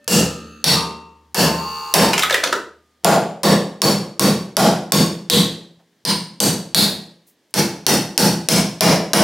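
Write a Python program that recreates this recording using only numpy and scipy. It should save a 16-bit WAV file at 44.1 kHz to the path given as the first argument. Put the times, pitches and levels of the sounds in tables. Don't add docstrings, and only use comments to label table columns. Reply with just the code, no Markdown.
import sys
import numpy as np
from scipy import signal
from scipy.fft import rfft, irfft, next_fast_len
from scipy.io import wavfile
from scipy.ndimage import map_coordinates

SR = 44100
rng = np.random.default_rng(int(sys.argv[2]) if len(sys.argv) > 2 else 0)


def store_wav(level_fs):
    pcm = np.round(np.clip(np.atleast_2d(level_fs), -1, 1) * 32767)
    wavfile.write(sys.argv[1], SR, pcm.T.astype(np.int16))


def ratio_of_db(decibels):
    return 10 ** (np.asarray(decibels, float) / 20)


N = 407043

# start in seconds, crack peak in dB, blow strength in dB, push into the vise in dB,
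# gain duck in dB, point of contact.
BLOWS = [(0.0781, -4.5, 3.5, -2.5, 27.5, "straight"), (0.6418, 1, 0.5, -2.5, 22.5, "glancing"),
         (1.3454, -7, 2.5, 3.5, 26.5, "free"), (1.9396, 9, 2, 7, 17, "free"),
         (3.0458, -0.1, 1, 11.5, -1.5, "bend"), (3.4331, -7.5, 0.5, 8.5, 17, "face"),
         (3.8184, 0.5, -0.5, 2, 18, "face"), (4.1954, 0, -0.2, 1, 19, "face"),
         (4.568, 3, 2.5, 5.5, 21, "bend"), (4.921, 5.5, 0.5, -2.5, 17.5, "face"),
         (5.2994, 3, 1, -8, 21.5, "rim"), (6.0512, -7.5, -6.5, -6.5, 18.5, "tip"),
         (6.4028, 1.5, -1.5, -0.5, 17, "high"), (6.7467, 2, 0, -1.5, 20, "edge"),
         (7.5403, -6, -5, -0.5, 19, "flat"), (7.8658, 3.5, -1.1, -1, 17, "flat"),
         (8.1778, 7, 0.5, -2, 19.5, "flat"), (8.487, 4.5, 1, -3.5, 20.5, "jaws"),
         (8.808, 3, 3.5, 6, 21.5, "jaws"), (9.1334, 3, 14, 6, 32, "jaws")]
# frequency in Hz, time to fall by 60 dB in seconds.
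FADE = [(60, 1), (170, 0.51), (420, 0.6), (1100, 0.49), (3000, 0.47), (8000, 0.41), (16000, 0.31)]


def along(points, hz):
    f, v = np.transpose(points)
    return np.interp(np.log(hz + 1), np.log(f + 1), v)


def unit(x):
    return x / np.sqrt(np.mean(x ** 2) + 1e-20)


def filtered(x, response):
    n = x.shape[-1]
    m = next_fast_len(n + 8192)
    return irfft(rfft(x, m) * response(np.fft.rfftfreq(m, 1 / SR)), m)[..., :n]


def bump(hz, centre_hz, width_hz):
    return np.exp(-((hz - centre_hz) / width_hz) ** 2)


def resonances(peaks):
    def response(f):
        total = 0
        for k, (centre, width, db) in enumerate(peaks):
            damping = 1j * f * width
            total = total + (-1) ** k * ratio_of_db(db) * damping / (centre ** 2 - f ** 2 + damping)
        return total
    return response


def rush(n, colour_db, decays=False):
    # frequency in Hz, left-right likeness from 0 to 1.
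    alike = [(60, 1), (180, 1), (550, 0.95), (1650, 0.94), (4970, 0.87), (9000, 0.76), (15000, .9)]
    # frequency in Hz, time constant in seconds.
    swell = [(100, 0.069), (300, 0.005), (1000, 0.00073), (5000, 0.0013)]
    hz, t, z = signal.stft(rng.standard_normal((2, n)), SR, nperseg=512, noverlap=384)
    turn = np.arccos(np.clip(along(alike, hz), 0, 1)) / 2
    gain = ratio_of_db(colour_db(hz))
    gain = gain / np.sqrt(np.mean(gain ** 2))
    z = z * (gain * [np.cos(turn), np.sin(turn)])[..., None]
    if decays:
        z = z * ratio_of_db(-60 * t / along(FADE, hz)[:, None])
        z = z * (1 - np.exp(-t / along(swell, hz)[:, None]))
    mid, side = signal.istft(z, SR, nperseg=512, noverlap=384)[1][:, :n]
    return np.array([mid + side, mid - side])


def ring(modes, t, lift_db):
    total = 0
    for hz, db, t60 in modes:
        luck_db, detune, phase = rng.standard_normal(3) * [2, 0.003, 3]
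        level = ratio_of_db(db + lift_db(hz) + luck_db - 60 * t / t60)
        total = total + level * np.sin(2 * np.pi * hz * (1 + detune) * t + phase)
    return total


def room(x, speed):
    tail = rush(SR // 2, lambda hz: 0 * hz, decays=True) * ratio_of_db(-speed * np.arange(SR // 2) / SR)
    return signal.fftconvolve(x[None], tail / np.linalg.norm(tail[0]), axes=1)[:, :N]


def crack(crack_db, modes_db):
    # frequency in Hz, spectral density in dB per Hz.
    crack_colour = [(180, -23), (300, -5), (908, -12), (2000, -13), (5750, 0.5), (6790, -9.5),
                    (11100, -4.5), (14200, -15), (16500, -27)]
    burst = rush(1024, lambda hz: along(crack_colour, hz) + 0.25 * modes_db(hz))
    return burst * ratio_of_db(crack_db - 2.5 - 60 * np.arange(1024) / SR / 0.014)


def shaking(contact, vise_db, rings, modes_db, t):
    # frequency in Hz, spectral density in dB per Hz.
    body = [(18, -68.5), (30, -56.5), (124, -22.5), (189, 16.5), (239, -7.5), (486, -10), (988, -15),
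            (1100, -20.5), (1280, -18.5), (1390, -24.5), (1500, -19), (2410, -22), (4650, -18.5),
            (10200, -22), (16000, -26.5)]
    # frequency in Hz, level in dB, t60 in seconds.
    bench_modes = [(168.9, -10.5, 0.67), (159.8, -21.5, 0.47), (200, -5, 0.52), (284.4, -15.5, 0.38),
                   (336, -17.5, 0.63), (447, -20, 0.34), (482.4, -9.5, 0.35), (645, -6, 0.12),
                   (853, -25, 0.51), (1090, -29.5, 0.34), (1400, -21, .4)]
    # frequency in Hz, level in dB, t60 in seconds.
    head_modes = [(1097, -31, .45), (5580, -29, .3)]
    contacts = {"straight": (-3, 1, 3.5, 4528, 3.5), "free": (-2.5, 2, 2.5, 4700.5, 4.5),
                "glancing": (-9, 5, 1.5, 4290, 11.5), "tip": (-3.5, 6, -1, 4636, 15),
                "bend": (-1.5, 1, -3, 4995.5, 3), "face": (0.2, 0.8, 0.67, 3900, 3.2),
                "rim": (-3.5, 0, 0, 3703, 11.5), "edge": (-3.5, 1.5, 4, 4203, 15),
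                "high": (-1.2, 1, 3.5, 4805.5, 2), "flat": (-3, 2, 1, 4996, 6),
                "jaws": (-1, 4.5, 0, 5148, 7.5)}
    bench_db, jaw_db, treble_db, clang_hz, clang_db = contacts[contact]
    jaw_db = jaw_db + 0.38 * vise_db
    share = [(200, bench_db), (600, vise_db), (2000, jaw_db), (4500, 0.012), (9000, treble_db)]
    crowd = rng.standard_normal(120)

    def colour(hz):
        crowd_db = 3 * np.interp(hz / 140, np.arange(120), crowd) * (hz > 1500)
        clang = clang_db * bump(hz, clang_hz, 1010)
        return along(body, hz) + along(share, hz) + clang + modes_db(hz) + crowd_db

    shake = rush(len(t), colour, decays=True) * (1 - np.exp(-t / 0.0024))
    bench = ratio_of_db(bench_db) * ring(bench_modes, t, modes_db) * (1 - np.exp(-t / 0.02))
    head = ring(head_modes, t, modes_db)
    mean_db = 20 * np.log10(np.sqrt(np.mean(ratio_of_db(colour(np.arange(0, SR / 2, 86))) ** 2)))
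    cores = [(hz, -26.5 - mean_db, 0.85 * along(FADE, hz)) for hz, _ in rings]
    return shake + bench + head + ring(cores, t, colour) * (1 - np.exp(-t / 0.004))


def blows():
    rings_free = {"straight": [(490, 7.5), (1300, 4), (1720, 12), (2800, 13.5), (4520, 4), (5430, 3.5),
                  (7580, 13)], "free": [(900, 1.5), (1040, 3.5), (1720, 4), (2710, 8.5), (4520, 8.5),
                  (5450, 6), (9090, -0.5), (14170, 1.5)], "glancing": [(150, 5), (900, 1.5), (2670, 9),
                  (5470, 10), (5770, 8.5), (10400, 10.5)]}
    rings_held = {"bend": [(670, 7.5), (820, 8), (1120, 8), (1420, 9.5), (7200, 9.5), (9040, 8.5),
                  (11110, 9.5), (13610, 2.5)], "tip": [(990, 18), (2890, 11), (5150, 1), (8660, 14),
                  (9470, 8)], "face": [(340, 1.5), (510, 3), (1100, 11), (4520, 9), (5430, 7.5),
                  (6680, 3.5), (8140, 2.5)], "rim": [(340, 1.5), (470, 7.5), (1080, 9), (3400, -1),
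                  (3750, 0.5)], "edge": [(1890, -1.5), (3700, 6.5), (9820, 6), (12360, 11)],
                  "high": [(2950, 7), (4520, 11), (6200, 8.5), (8610, 6.5), (9950, -5)],
                  "flat": [(340, 3.5), (860, 5.5), (1420, 4), (4480, 5), (4780, -8), (5770, 4),
                  (9500, 6.5)], "jaws": [(340, 0), (650, 6), (1030, 4.5), (2200, 0), (2840, 6.5), (5430, 4),
                  (8610, 4), (9130, 3), (10420, 9.5)]}
    out, t = np.zeros((2, N + SR)), np.arange(int(0.75 * SR)) / SR
    for s, crack_db, db, vise_db, _, contact in BLOWS:
        rings = {**rings_free, **rings_held}[contact]

        def modes_db(hz):
            return sum(lift * bump(hz, centre, 50 + 0.017 * centre) for centre, lift in rings)

        i = round(s * SR)
        out[:, i:i + len(t)] += ratio_of_db(db) * shaking(contact, vise_db, rings, modes_db, t)
        out[:, i:i + 1024] += crack(crack_db, modes_db)
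    return filtered(out[:, :N], lambda f: ratio_of_db(-5 * bump(f, 105, 25)))


def bar():
    # start in seconds, sway in dB, buzz in dB, buzz fall in dB per second,
    # time until the swing narrows in seconds.
    swings = [
        (-0.5, -54, -35.5, 50, 0.1),
        (0.0779, -29, -30, 33, 0.15),
        (0.6385, -32, -12.5, 80, 0.11),
        (1.3443, -33.5, -26.5, 7.5, 0.27),
        (1.939, -35.5, -9, 102.5, 0.18),
    ]
    # frequency in Hz, width in Hz, level in dB.
    straight = [(230, 60, 0.5), (487, 48, -7), (1266, 45, -1.5), (1843, 30, -5.5), (2620, 43, -3),
                (4470, 170, -14.5), (6400, 60, -12.5), (7600, 40, -19.5), (10800, 60, -24)]
    # frequency in Hz, width in Hz, level in dB.
    bent = [(226, 78, -6.5), (436, 29, 2.5), (900, 29, 4), (1150, 100, -5), (2720, 90, -14.5),
            (4420, 200, -34), (6740, 60, -25)]
    # frequency in Hz, width in Hz, level in dB.
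    loose = [(448, 40, -9), (830, 8.8, 4), (896.4, 14, 10.5), (930, 6.1, 0), (1045, 31, 4),
             (1500, 550, -21.5), (2580, 46, -14), (2810, 65, -7.5), (4270, 35, -10), (4530, 83, -1),
             (6740, 59, -9.5), (7800, 19, -20), (9100, 68, -25.5), (6000, 9000, -30), (10700, 80, -24.5),
             (12640, 300, -28.5), (14240, 80, -21), (15200, 300, -27)]
    t = np.arange(N) / SR
    swing = np.searchsorted([row[0] for row in swings], t) - 1
    s, sway_db, buzz_db, buzz_fall, narrows = np.transpose(swings)[:, swing]
    since = t - s
    wide = np.exp(-(since / narrows) ** 10)
    hz = 75.4 + 0.43 * swing - 1.2 * since - 1.8 * wide
    turns = np.cumsum(hz) / SR
    grip = ratio_of_db(-499 * np.maximum(t - 3.03, 0))
    grows = (1 - np.exp(-(since / 0.1) ** 2)) * grip

    slaps = np.diff(np.floor(turns), prepend=0)
    slaps = slaps + 0.016 * rng.standard_normal(N)
    stage = np.searchsorted([blow[0] for blow in BLOWS[1:3]], t)
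    voices = [unit(filtered(slaps, resonances(modes))) for modes in (straight, bent, loose)]
    buzz = grows * ratio_of_db(buzz_db - buzz_fall * since) * np.choose(stage, voices)

    waver = map_coordinates(rng.standard_normal(100), [t * 10.5])
    fall = ratio_of_db(-68 * since) + ratio_of_db(-23 - 12 * since)
    sway = grows * ratio_of_db(sway_db + 8 + 2.5 * waver) * fall * np.sin(2 * np.pi * turns)
    low = filtered(buzz, lambda f: 1 / (1 + 1j * f / 1300) ** 2)
    return sway + 0.4 * buzz + 0.8 * low + room(1.1 * buzz - 0.7 * low, speed=150)


def parts():
    # start in seconds, peak in dB, pitch in Hz, pitch level in dB, low knock in dB.
    landings = [(2.1309, -6.5, 1840, 5, -12), (2.137, -9.5, 2700, 7.5, -24), (2.178, -5.5, 707, 8, -28.5),
                (2.192, -4.5, 2730, 5.5, -26), (2.2225, -12, 3620, 8.5, -24.5), (2.232, -7, 1225, 12, -31),
                (2.243, -20, 1290, 15.5, -29), (2.296, -12.5, 1710, 11, -22), (2.306, -11.5, 1956, 6.5, -7),
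                (2.325, -16.5, 3690, 12, -30), (2.337, -22, 2530, -8.5, -17.5), (2.342, -6, 1945, 10, -16),
                (2.351, -19.5, 2840, 12, -39.5), (2.399, -24.5, 1690, 11, -30.5),
                (2.4338, -17, 1570, 18.5, -3.5), (2.437, -9.5, 1620, 4, -3.5), (2.446, -21.5, 260, 21, -5),
                (2.473, -22, 600, 7.5, -3), (2.5235, -21, 1700, 6.5, -26), (2.5261, -11, 1690, 13.5, -5)]
    dry, t = np.zeros(N), np.arange(4096) / SR
    landing_s = 0.0023
    for s, db, hz, pitch_db, knock_db in landings:
        burst = rng.standard_normal(4096) * t / landing_s * np.exp(1 - t / landing_s)
        voice = resonances([(450, 500, knock_db + 15), (hz, 0.17 * hz, pitch_db),
                            (2800, 3000, -3), (6500, 6000, -8)])
        dry[round(s * SR):][:4096] += ratio_of_db(db + 4.5) * filtered(burst, voice)

    def above(edge_hz):
        return filtered(dry, lambda f: (1j * f / (edge_hz + 1j * f)) ** 2)

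    return above(580) + ratio_of_db(-2) * room(above(120), speed=35)


def tool():
    # start in seconds, frequency in Hz, level in dB, t60 in seconds.
    tool_rings = [
        (0, 581, -53, .9),
        (0, 1795, -55, .9),
        (.641, 1895, -31, .7),
        (2.44, 1222, -53, 1.5),
        (3.82, 1222, -40, 1.2),
        (5.3, 1906, -36, .55),
        (6.747, 1906, -27, .6),
    ]
    out, t = np.zeros((2, N + SR)), np.arange(int(0.75 * SR)) / SR
    for s, *mode in tool_rings:
        out[:, round(s * SR):][:, :len(t)] += ring([mode], t, lift_db=np.zeros_like)
    return out[:, :N]


def touches():
    # start in seconds, level in dB, centre in Hz, width in Hz, length in seconds.
    contact_puffs = [
        (0.043, -47, 7040, 9800, 0.002),
        (3.035, -41, 200, 278, 0.0087),
        (5.788, -57.5, 700, 159.4, 0.024),
        (7.265, -54.5, 12000, 12000, 0.033),
        (7.506, -60, 8930, 6500, 0.0051),
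    ]
    out, t = np.zeros(N), np.arange(8192) / SR
    for s, db, hz, width_hz, length in contact_puffs:
        puff = unit(filtered(rng.standard_normal(8192), resonances([(hz, width_hz, 0)])))
        out[round(s * SR):][:8192] += ratio_of_db(db + 16) * puff * t / length * np.exp(-2 * t / length)
    return out


def quiet_room():
    # frequency in Hz, spectral density in dB per Hz.
    floor_colour = [(18, -58.5), (30, -21), (266, 1), (1460, -16), (1670, -9.5), (2610, -16.5),
                    (3140, -12.5), (4080, -15), (4780, -15), (16000, -29.5)]
    return ratio_of_db(-63.5) * rush(N, lambda hz: along(floor_colour, hz))


def scene():
    return blows() + bar() + parts() + tool() + touches() + quiet_room()


def gain_control():
    ceiling_db, fall_db_per_s, recovery_db_per_s = -12, 130, 366
    attack_s, lead, lead_db = 0.0035, round(0.0087 * SR), 7
    cut, t = np.zeros(N + SR), np.arange(SR // 2) / SR
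    for s, _, db, _, duck_db, _ in BLOWS:
        i = round(s * SR)
        over_ceiling = db - fall_db_per_s * t - ceiling_db
        held = np.maximum(duck_db - recovery_db_per_s * t, over_ceiling)
        cut[i - lead:i] = lead_db * np.minimum(1, np.arange(lead) / 200)
        cut[i:i + len(t)] = np.maximum(held, 0) * (1 - np.exp(-t / attack_s))
    return ratio_of_db(-cut[:N])


def band_limit(x):
    return signal.sosfilt(signal.butter(12, 16680, fs=SR, output="sos"), x)


def record(dry):
    x = filtered(dry, lambda f: (1j * f / (55 + 1j * f)) ** 2) * gain_control()
    x = x / (1 + np.abs(x) ** 8) ** (1 / 8)
    x = filtered(x, lambda hz: ratio_of_db(-40 * np.clip((hz - 15800) / 800, 0, 2.5)))
    return band_limit(x)


dry = scene()
out = record(dry)
store_wav(out)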